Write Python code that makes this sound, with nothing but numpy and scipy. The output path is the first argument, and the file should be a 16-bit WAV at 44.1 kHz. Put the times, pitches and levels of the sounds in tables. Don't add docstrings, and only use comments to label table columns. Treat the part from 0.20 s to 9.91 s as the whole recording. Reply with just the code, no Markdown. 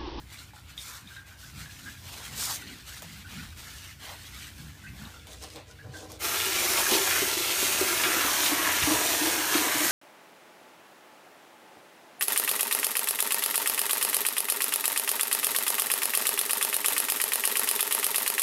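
import sys
import numpy as np
from scipy import signal
from scipy.fft import rfft, irfft, next_fast_len
from scipy.io import wavfile
from scipy.ndimage import uniform_filter1d, map_coordinates

SR = 44100
rng = np.random.default_rng(int(sys.argv[2]) if len(sys.argv) > 2 else 0)


def materialize(psi):
    bounded = np.clip(np.atleast_2d(psi).T, -1, 1)
    quanta = np.round(bounded * 32767).astype(np.int16)
    wavfile.write(sys.argv[1], SR, quanta)


N = 428211

# freq_hz, gain_db
HAIR_SPECTRUM = [(1000, -8), (2400, -13), (3600, 2), (5000, 3.5), (6500, 4), (9500, 1), (10400, -3),
                 (12000, -0.5), (15000, -4.5)]
SNAP_SPECTRUM = [(300, -25), (1500, -48), (3500, 27), (8000, -28), (15000, 20)]
SQUELCH_SPECTRUM = [(500, -26), (900, -8), (1400, 8.5), (2000, 7.5), (3000, 7.5), (4500, 2.5), (8000, -28)]
SCUFF_SPECTRUM = [(200, -1), (310, 3.5), (500, 3), (800, 6.5), (1150, 5.5), (1600, -53), (3000, -14)]
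# freq_hz, width_hz, gain_db
FLOOR_MODES = [(314, 9.9, 6), (470, 83, 2.5), (600, 51, -2), (750, 14, 2), (1004, 9.9, 0.5)]
STOOP_START_S, STOOP_LENGTH_S = 4.86, 0.23
SUDS_DB, STOOP_SUDS_BOOST_DB = -14, 5


def lathering():
    rub_gain, squelch_gain, scuff_gain = stroke_gains()
    stooped = ramp(STOOP_START_S, STOOP_LENGTH_S)
    hair = texture(HAIR_SPECTRUM, 2500, spread_db=4, wash=0.9, ripple_db=2.6, window=512, frames=10)
    suds = coloured(patter(120, spread_db=8, wash=0), SNAP_SPECTRUM)
    rub = hair + amp(SUDS_DB + STOOP_SUDS_BOOST_DB * stooped) * suds
    dull_rub = filtered(rub, lambda hz: 1 / np.sqrt(1 + (hz / 9000) ** 4))
    rub = (1 - stooped) * rub + stooped * dull_rub
    squelch = texture(SQUELCH_SPECTRUM, 900, spread_db=0.5, wash=1, ripple_db=4, window=512, frames=6)
    wet_rub = rub_gain * rub + squelch_gain * squelch
    grit = patter(500, spread_db=4.5, wash=0.88)
    scuff = (1 - stooped) * coloured(grit, SCUFF_SPECTRUM) + stooped * resonant(grit, FLOOR_MODES)
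    return amp(1.24 * wobble(45)) * wet_rub + amp(1.4 * wobble(25)) * scuff_gain * scuff


# start_s, length_s, rub_db, squelch_db, scuff_db
STROKES = [(0.08, 0.14, -50.5, -50, -61), (0.33, 0.032, -55, -57, -74), (0.461, 0.038, -56, -50.5, -84),
           (0.555, .2, -43.5, -50.5, -74), (0.833, 0.12, -53.5, -53, -81), (1.052, 0.027, -52, -54, -72),
           (1.154, 0.13, -49.5, -54, -76), (1.333, 0.09, -46.5, -46.5, -59), (1.45, 0.32, -49, -50.5, -81),
           (1.786, 0.62, -43.5, -43.5, -51.5), (2.142, 0.17, -30.5, -42, -57),
           (2.297, 0.29, -50.5, -46.5, -64), (2.634, 0.14, -44.5, -46.5, -59),
           (2.794, 0.21, -50.5, -49, -64), (3.047, 0.22, -48, -45, -58), (3.334, 0.23, -45.5, -47.5, -60),
           (3.59, 0.091, -47.5, -47, -71), (3.782, 0.16, -45.5, -43.5, -54.5),
           (3.974, 0.089, -49.5, -49, -61), (4.083, 0.18, -47, -46.5, -65), (4.27, 0.45, -53.5, -53.5, -65),
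           (4.718, 0.27, -52.5, -52.5, -56.5), (5.064, 0.087, -48, -61, -53.5),
           (5.197, 0.031, -43, -52, -46.5), (5.29, 0.045, -48, -56, -65), (5.342, 0.024, -55, -53, -43.5),
           (5.457, 0.043, -55, -77, -56), (5.617, 0.08, -67, -73, -52.5), (5.708, 0.12, -45.5, -60, -44.5),
           (5.882, 0.027, -45.5, -70, -43)]
REST_RUB_DB, REST_SQUELCH_DB, REST_SCUFF_DB = -63.5, -60.5, -65.5
ATTACK_BASE_S, ATTACK_SHARE, SAG_DB_PER_S, RELEASE_S = 0.033, 0.18, 11.5, 0.097


def stroke_gains():
    t = np.arange(N) / SR
    power = np.outer(amp([REST_RUB_DB, REST_SQUELCH_DB, REST_SCUFF_DB]) ** 2, np.ones(N))
    for start_s, length_s, *levels_db in STROKES:
        active = (t > start_s) & (t < start_s + length_s + RELEASE_S)
        age_s = t[active] - start_s
        attack = np.minimum(age_s / (ATTACK_BASE_S + ATTACK_SHARE * length_s), 1)
        release = np.minimum(1 - (age_s - length_s) / RELEASE_S, 1)
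        envelope = attack * release * amp(-SAG_DB_PER_S * age_s)
        power[:, active] += np.outer(amp(levels_db), envelope) ** 2
    return np.sqrt(power)


# start_s, level_db, pitch_hz, length_s
SQUEAKS = [(0.905, -51.5, 1586, 0.044), (0.963, -43, 1605, 0.042), (1.11, -52.5, 1540, 0.043),
           (1.231, -48.5, 1573, 0.026), (1.66, -41.5, 1640, 0.041), (3.045, -49, 1515, 0.032),
           (4.637, -48, 1563, 0.045), (4.664, -48, 2000, 0.032), (4.668, -49.5, 2600, 0.029),
           (5.588, -50, 1640, 0.034), (5.738, -44.5, 1610, 0.041)]


def squeaks():
    out = np.zeros(N)
    for start_s, level_db, pitch_hz, length_s in SQUEAKS:
        progress = np.arange(SR // 4) / SR / length_s
        noise = rng.standard_normal((2, len(progress)))
        flutter, stutter = unit(uniform_filter1d(noise, size=45, axis=1))
        glide_hz = pitch_hz * (1 + 0.06 * (np.minimum(progress, 1) - 0.5) + 0.055 * flutter)
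        grip = np.sqrt(np.clip(np.minimum(25 * progress, 2 * (1 - progress)), 0, 1))
        chirp = np.sin(2 * np.pi * np.cumsum(glide_hz) / SR) * grip * amp(2 * stutter)
        add(out, start_s, amp(level_db + 2) * stall(chirp, wet_db=-10))
    return out


# start_s, level_db, pitch_hz
PLINKS = [(0.189, -41.5, 4170), (0.335, -46, 860), (0.578, -31.5, 3670), (0.874, -43, 3770),
          (0.967, -44.5, 3780), (1.4588, -41, 1700), (2.4738, -42, 4230), (4.8524, -42, 3800),
          (4.9414, -43, 1400)]
LARGE_BUBBLE_HZ, SMALL_BUBBLE_HZ = 1570, 3550


def plinks():
    out, t = np.zeros(N), np.arange(SR // 3) / SR
    when, size, kind, detune = rng.random((24, 4)).T
    faint_hz = np.where(kind < 2 / 3, LARGE_BUBBLE_HZ, SMALL_BUBBLE_HZ) * 2 ** ((detune - 0.5) / 2)
    faint_drops = list(zip(when * HOSE_ON_S, -56 + 10 * size, faint_hz))
    for start_s, level_db, pitch_hz in PLINKS + faint_drops:
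        flutter = unit(uniform_filter1d(rng.standard_normal(len(t)), size=60))
        glide_hz = pitch_hz * (1 + 0.08 * (np.minimum(t / 0.016, 1) - 0.5) + 0.03 * flutter)
        ring = np.sin(2 * np.pi * np.cumsum(glide_hz) / SR) * struck(t, attack_s=0.0002, t60_s=0.04)
        add(out, start_s, amp(level_db + 4) * stall(ring, wet_db=-5.5))
    return out


# start_s, tick_db, pitch_hz, knock_db
TICKS = [(0.578, -34, 3780, -75), (2.221, -33, 4100, -62), (2.822, -27, 11000, -49), (5.07, -30, 3220, -53),
         (5.226, -30, 5000, -61), (5.238, -28, 5260, -51), (5.303, -35, 4500, -62), (5.359, -28, 3500, -44),
         (5.512, -41, 5000, -60), (5.9, -47, 4180, -48), (5.919, -30, 7040, -62)]
# centre_s, level_db, pitch_hz, width_s
SQUIRTS = [(0.734, -51, 1340, 0.14), (2.226, -40, 1300, 0.014), (2.302, -40.5, 1100, 0.052),
           (2.837, -54.5, 680, 0.041), (3.913, -49, 810, 0.07), (4.867, -54.5, 1160, 0.065)]


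def suds_clots():
    out = np.zeros(N)
    for start_s, tick_db, hz, knock_db in TICKS:
        tick = burst([(hz / 8, -20), (hz * 0.65, -1), (hz * 1.2, 0), (hz * 3, -16)], t60_s=0.0074)
        add(out, start_s, amp(tick_db) * stall(tick, wet_db=0))
        add(out, start_s, amp(knock_db + 2.5) * stall(burst(SCUFF_SPECTRUM, t60_s=0.06), wet_db=-15))
        add(out, start_s, amp(knock_db - 5) * burst(SPLATTER_SPECTRUM, t60_s=0.13))
    return out + sum(swell(*squirt) for squirt in SQUIRTS)


# time_s, spray_db, splatter_db, puddle_db, slosh_db
HOSE_LEVELS = [(6.06, -31.5, -36.5, -36, -40), (6.3, -32.5, -31.5, -38, -42.5),
               (6.58, -27, -36, -34, -34.5), (6.67, -30, -41, -34, -41), (6.73, -27, -27, -34.5, -30.5),
               (6.82, -30.5, -34, -35, -39.5), (6.96, -29, -32.5, -31, -37.5),
               (7.18, -33.5, -31, -40.5, -43.5), (7.45, -29, -30, -36.5, -39.5),
               (7.74, -30, -36.5, -33.5, -40.5), (8.04, -30, -34, -31, -37), (8.26, -28.5, -28, -36, -39),
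               (8.36, -31.5, -34.5, -34, -38), (8.49, -30.5, -35.5, -29.5, -40.5),
               (8.62, -30, -35, -34, -40), (8.72, -29, -31, -34, -33), (8.79, -30.5, -42, -32.5, -37),
               (8.87, -29.5, -32, -35, -37.5), (9.1, -30, -32.5, -35.5, -37),
               (9.25, -32, -38.5, -33.5, -40), (9.36, -27.5, -30, -33, -34),
               (9.48, -30.5, -34.5, -32.5, -35), (9.68, -28, -37, -33, -39)]
# freq_hz, gain_db
SPRAY_SPECTRUM = [(1500, -16), (4000, -1.5), (4900, -4), (5500, 0.5), (6700, 0.5), (7700, -2), (9700, -0.5),
                  (10450, -7), (11200, -2), (13000, -2.5), (15500, -5.5)]
SPLATTER_SPECTRUM = [(900, -15), (1700, -3.5), (2300, 2), (3200, 4), (4500, -1), (9000, -13)]
PUDDLE_SPECTRUM = [(600, -45), (1100, -3), (1700, -1.5), (2200, -2.5), (3000, -9), (5000, -29)]
SLOSH_SPECTRUM = [(100, -38), (200, -11), (420, -2.5), (600, -2), (1000, -1.5), (1300, -15), (2500, -45)]
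MAT_SPECTRUM = [(200, -16.5), (265, -9.5), (300, 4), (345, 1.5), (400, -8), (500, -29.5)]
# freq_hz, width_hz, gain_db
FIRST_SPOT_MODES = [(683, 47, -5), (1377, 21, 7), (2430, 160, -2.5)]
SECOND_SPOT_MODES = [(718, 23, -5.5), (980, 16, 3.5), (1673, 120, -3.5), (3230, 31, -10)]
HOSE_ON_S, MOVE_START_S, MOVE_LENGTH_S = 5.99, 7.5, 0.66
DRUM_DB, DRUM_RISE_DB_PER_S, CLUMPS_PER_S = -45, 0.66, 55


def hose():
    spray_db, splatter_db, puddle_db, slosh_db = curves(HOSE_LEVELS)
    drum_db = DRUM_DB + DRUM_RISE_DB_PER_S * (np.arange(N) / SR - HOSE_ON_S)
    clumps = wobble(CLUMPS_PER_S)
    spray = texture(SPRAY_SPECTRUM, 4000, spread_db=3, wash=1.1, ripple_db=2.5, window=1024, frames=20)
    splatter = texture(SPLATTER_SPECTRUM, 700, spread_db=4.5, wash=0.6,
                       ripple_db=3.6, window=1024, frames=12)
    puddle = texture(PUDDLE_SPECTRUM, 700, spread_db=4, wash=0.8, ripple_db=4.5, window=2048, frames=8)
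    slosh = texture(SLOSH_SPECTRUM, 500, spread_db=3, wash=0.8, ripple_db=4, window=2048, frames=10)
    moved = ramp(MOVE_START_S, MOVE_LENGTH_S)
    first, second = np.sqrt(1 - moved), np.sqrt(moved)
    drops = patter(800, spread_db=5, wash=0.49)
    blows = patter(120, spread_db=2, wash=0.54)
    ring = first * resonant(drops, FIRST_SPOT_MODES) + second * resonant(drops, SECOND_SPOT_MODES)
    higher_mat = [(hz * 1.16, db) for hz, db in MAT_SPECTRUM]
    drum = first * coloured(blows, higher_mat) + second * coloured(blows, MAT_SPECTRUM)
    return (amp(spray_db + 1.68 + 0.5 * clumps + 0.27 * wobble(7.9)) * spray
            + amp(splatter_db - 0.6 + 0.46 * clumps + 1.1 * wobble(20)) * splatter
            + amp(puddle_db + 0.21 * clumps) * (amp(0.5) * puddle + amp(-6) * ring)
            + amp(slosh_db + 0.1 + 1.2 * clumps) * slosh
            + amp(drum_db + 0.99 * clumps) * drum)


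# start_s, level_db
SLAPS = [(6.5766, -21), (6.736, -14), (7.467, -19), (7.836, -14), (8.2585, -16.5), (8.6255, -15),
         (9.342, -19)]
THUDS = [(6.267, -37), (6.717, -24.5), (6.748, -28.5), (6.785, -33), (7.02, -28), (7.17, -33.5),
         (7.426, -32.5), (7.611, -23), (7.706, -33), (7.856, -30.5), (7.963, -27.5), (8.047, -34),
         (8.317, -30.5), (8.393, -38), (8.672, -27.5), (8.712, -26), (8.766, -34), (8.915, -38),
         (9.013, -26.5), (9.07, -32), (9.174, -35), (9.35, -24.5), (9.414, -30), (9.465, -34),
         (9.55, -29.5), (9.604, -33), (9.66, -34)]
# time_s, pitch_hz
MAT_PITCH = [(7.85, 371), (7.96, 315.8)]
# centre_s, level_db, pitch_hz, width_s
GURGLES = [(6.395, -35.5, 2330, 0.048), (6.483, -37, 2320, 0.028), (6.668, -35, 1630, 0.0251),
           (8.471, -33, 1050, 0.027)]


def gouts():
    out, t = np.zeros(N), np.arange(SR // 3) / SR
    for start_s, level_db in SLAPS:
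        slap = burst(SNAP_SPECTRUM, t60_s=0.0052)
        slap += amp(-3) * burst(SPLATTER_SPECTRUM, t60_s=0.062)
        slap += amp(-11.5) * burst(PUDDLE_SPECTRUM, t60_s=0.075)
        add(out, start_s, amp(level_db - 4.5) * stall(slap, wet_db=-4))
    for start_s, level_db in THUDS:
        pitch_hz = np.interp(start_s, *np.transpose(MAT_PITCH)) * rng.normal(1, 0.03)
        thud = np.sin(2 * np.pi * pitch_hz * t) * struck(t, attack_s=0.005, t60_s=0.073)
        thud += amp(-15) * burst(MAT_SPECTRUM, t60_s=0.15)
        thud += amp(-20.5) * burst(SLOSH_SPECTRUM, t60_s=0.048)
        add(out, start_s, amp(level_db + 10.5) * stall(thud, wet_db=-9.5))
    return out + sum(swell(*gurgle, sharpness=18) for gurgle in GURGLES)


# time_s, level_db
RUMBLE_LEVELS = [(0.0, -48.5), (0.35, -55.5), (1.15, -59), (1.4, -50.5), (2.2, -53), (2.65, -54),
                 (4.8, -51), (5.3, -55), (9.7, -61)]
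# freq_hz, gain_db
RUMBLE_SPECTRUM = [(25, -42), (40, -8), (53, -10), (64, 4.5), (80, -3.5), (120, -6), (200, -16), (300, -16),
                   (500, -37)]
# centre_s, level_db, pitch_hz, width_s
BUMPS = [(0.857, -55, 194, 0.063), (1.39, -49.5, 142, 0.15), (1.68, -53.5, 194, 0.12),
         (2.143, -49, 161, 0.11), (2.495, -50.5, 235, 0.17), (2.91, -51, 151, 0.21),
         (3.192, -45.5, 175, 0.14), (3.302, -46, 64.6, 0.16), (4.439, -47.5, 160, 0.12),
         (4.695, -50, 163, 0.13), (4.832, -45, 158, 0.071), (5.684, -43.5, 101, 0.1),
         (8.642, -35, 95, 0.035), (8.748, -41, 85, 0.049)]


def barn():
    rumble_db, = curves(RUMBLE_LEVELS)
    rumble = amp(rumble_db + 1.1 + 1.8 * wobble(9)) * coloured(rng.standard_normal(N), RUMBLE_SPECTRUM)
    drone = amp(-56) * resonant(rng.standard_normal(N), [(92, 4, 3.5), (118, 19, -7.5)])
    return rumble + drone + sum(swell(*bump) for bump in BUMPS)


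# freq_hz, t60_s
STALL_DECAY = [(100, 0.16), (500, 0.39), (2000, 0.41), (6000, 0.059), (15000, 0.06)]


def stall(x, wet_db):
    hz, t, bins = signal.stft(rng.standard_normal(SR // 2), SR, nperseg=256)
    decay = amp(-60 * t / along(STALL_DECAY, hz)[:, None])
    tail = signal.istft(bins * decay, SR, nperseg=256)[1]
    tail = np.pad(tail / np.linalg.norm(tail), (SR // 250, 0))
    echo = signal.fftconvolve(x, tail)[:len(x)]
    return (x + amp(wet_db) * echo) / np.sqrt(1 + amp(wet_db) ** 2)


def texture(spectrum, hits_per_s, spread_db, wash, ripple_db, window, frames):
    bins = signal.stft(coloured(patter(hits_per_s, spread_db, wash), spectrum), nperseg=window)[2]
    ripple = uniform_filter1d(rng.standard_normal(bins.shape), size=2, axis=0)
    ripple = unit(uniform_filter1d(ripple, size=frames, axis=1))
    bins = bins * amp(ripple_db * np.minimum(ripple, 2))
    return unit(signal.istft(bins, nperseg=window)[1][:N])


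def patter(hits_per_s, spread_db, wash):
    hits = (rng.random(N) < hits_per_s / SR) * rng.choice([-1, 1], N)
    size = amp(spread_db * np.minimum(rng.standard_normal(N), 2))
    return unit(unit(hits * size) + wash * rng.standard_normal(N))


def burst(spectrum, t60_s):
    t = np.arange(SR // 3) / SR
    return coloured(rng.standard_normal(len(t)), spectrum) * amp(-60 * t / t60_s)


def swell(centre_s, level_db, pitch_hz, width_s, sharpness=2.57):
    out, envelope = np.zeros(N), np.hanning(int(2 * width_s * SR))
    band = lambda hz: 1 / (1 + (sharpness * np.log((hz + 1) / pitch_hz)) ** 4)
    noise = unit(filtered(rng.standard_normal(len(envelope)), band))
    add(out, centre_s - width_s, amp(level_db + 1) * envelope * noise)
    return out


def struck(t, attack_s, t60_s):
    return amp(-60 * t / t60_s) * (1 - np.exp(-t / attack_s))


def resonant(x, modes):
    peaks = lambda f: sum(amp(db) * 1j * f * width / (hz * hz - f * f + 1j * f * width)
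                          for hz, width, db in modes)
    cutoff_hz = 2 * max(hz for hz, _, _ in modes)
    return unit(filtered(x, lambda f: peaks(f) / (1 + (f / cutoff_hz) ** 2)))


def coloured(x, spectrum):
    return unit(filtered(x, lambda hz: amp(along(spectrum, hz))))


def filtered(x, response):
    size = next_fast_len(len(x) + 8192)
    return irfft(rfft(x, size) * response(np.fft.rfftfreq(size, 1 / SR)), size)[:len(x)]


def along(points, hz):
    freqs_hz, values = np.transpose(points)
    return np.interp(np.log(hz + 1), np.log(freqs_hz), values)


def curves(rows):
    times_s, *columns = np.transpose(rows)
    return [np.interp(np.arange(N) / SR, times_s, column) for column in columns]


def ramp(start_s, length_s):
    return np.clip((np.arange(N) / SR - start_s) / length_s, 0, 1)


def wobble(knots_per_s):
    knots = np.clip(rng.standard_normal(4096), -2, 2)
    return map_coordinates(knots, [np.arange(N) * knots_per_s / SR], mode="wrap")


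def add(track, start_s, sound):
    part = track[max(round(start_s * SR), 0):][:len(sound)]
    part += sound[:len(part)]


def amp(db):
    return 10 ** (np.asarray(db) / 20)


def unit(x):
    return x / np.sqrt(np.mean(x ** 2) + 1e-20)


def scene():
    rinsing = ramp(HOSE_ON_S, length_s=0.06)
    washing = (1 - rinsing) * lathering() + squeaks() + plinks() + suds_clots()
    mono = washing + rinsing * hose() + gouts() + barn()
    return np.array([mono, mono])


LOW_CUT_HZ, BAND_LIMIT_HZ = 46.0, 15400


def record(dry):
    response = lambda hz: (hz < BAND_LIMIT_HZ) * hz ** 4 / np.sqrt(hz ** 8 + LOW_CUT_HZ ** 8)
    return np.array([filtered(channel, response) for channel in dry])


dry = scene()
out = record(dry)
materialize(out)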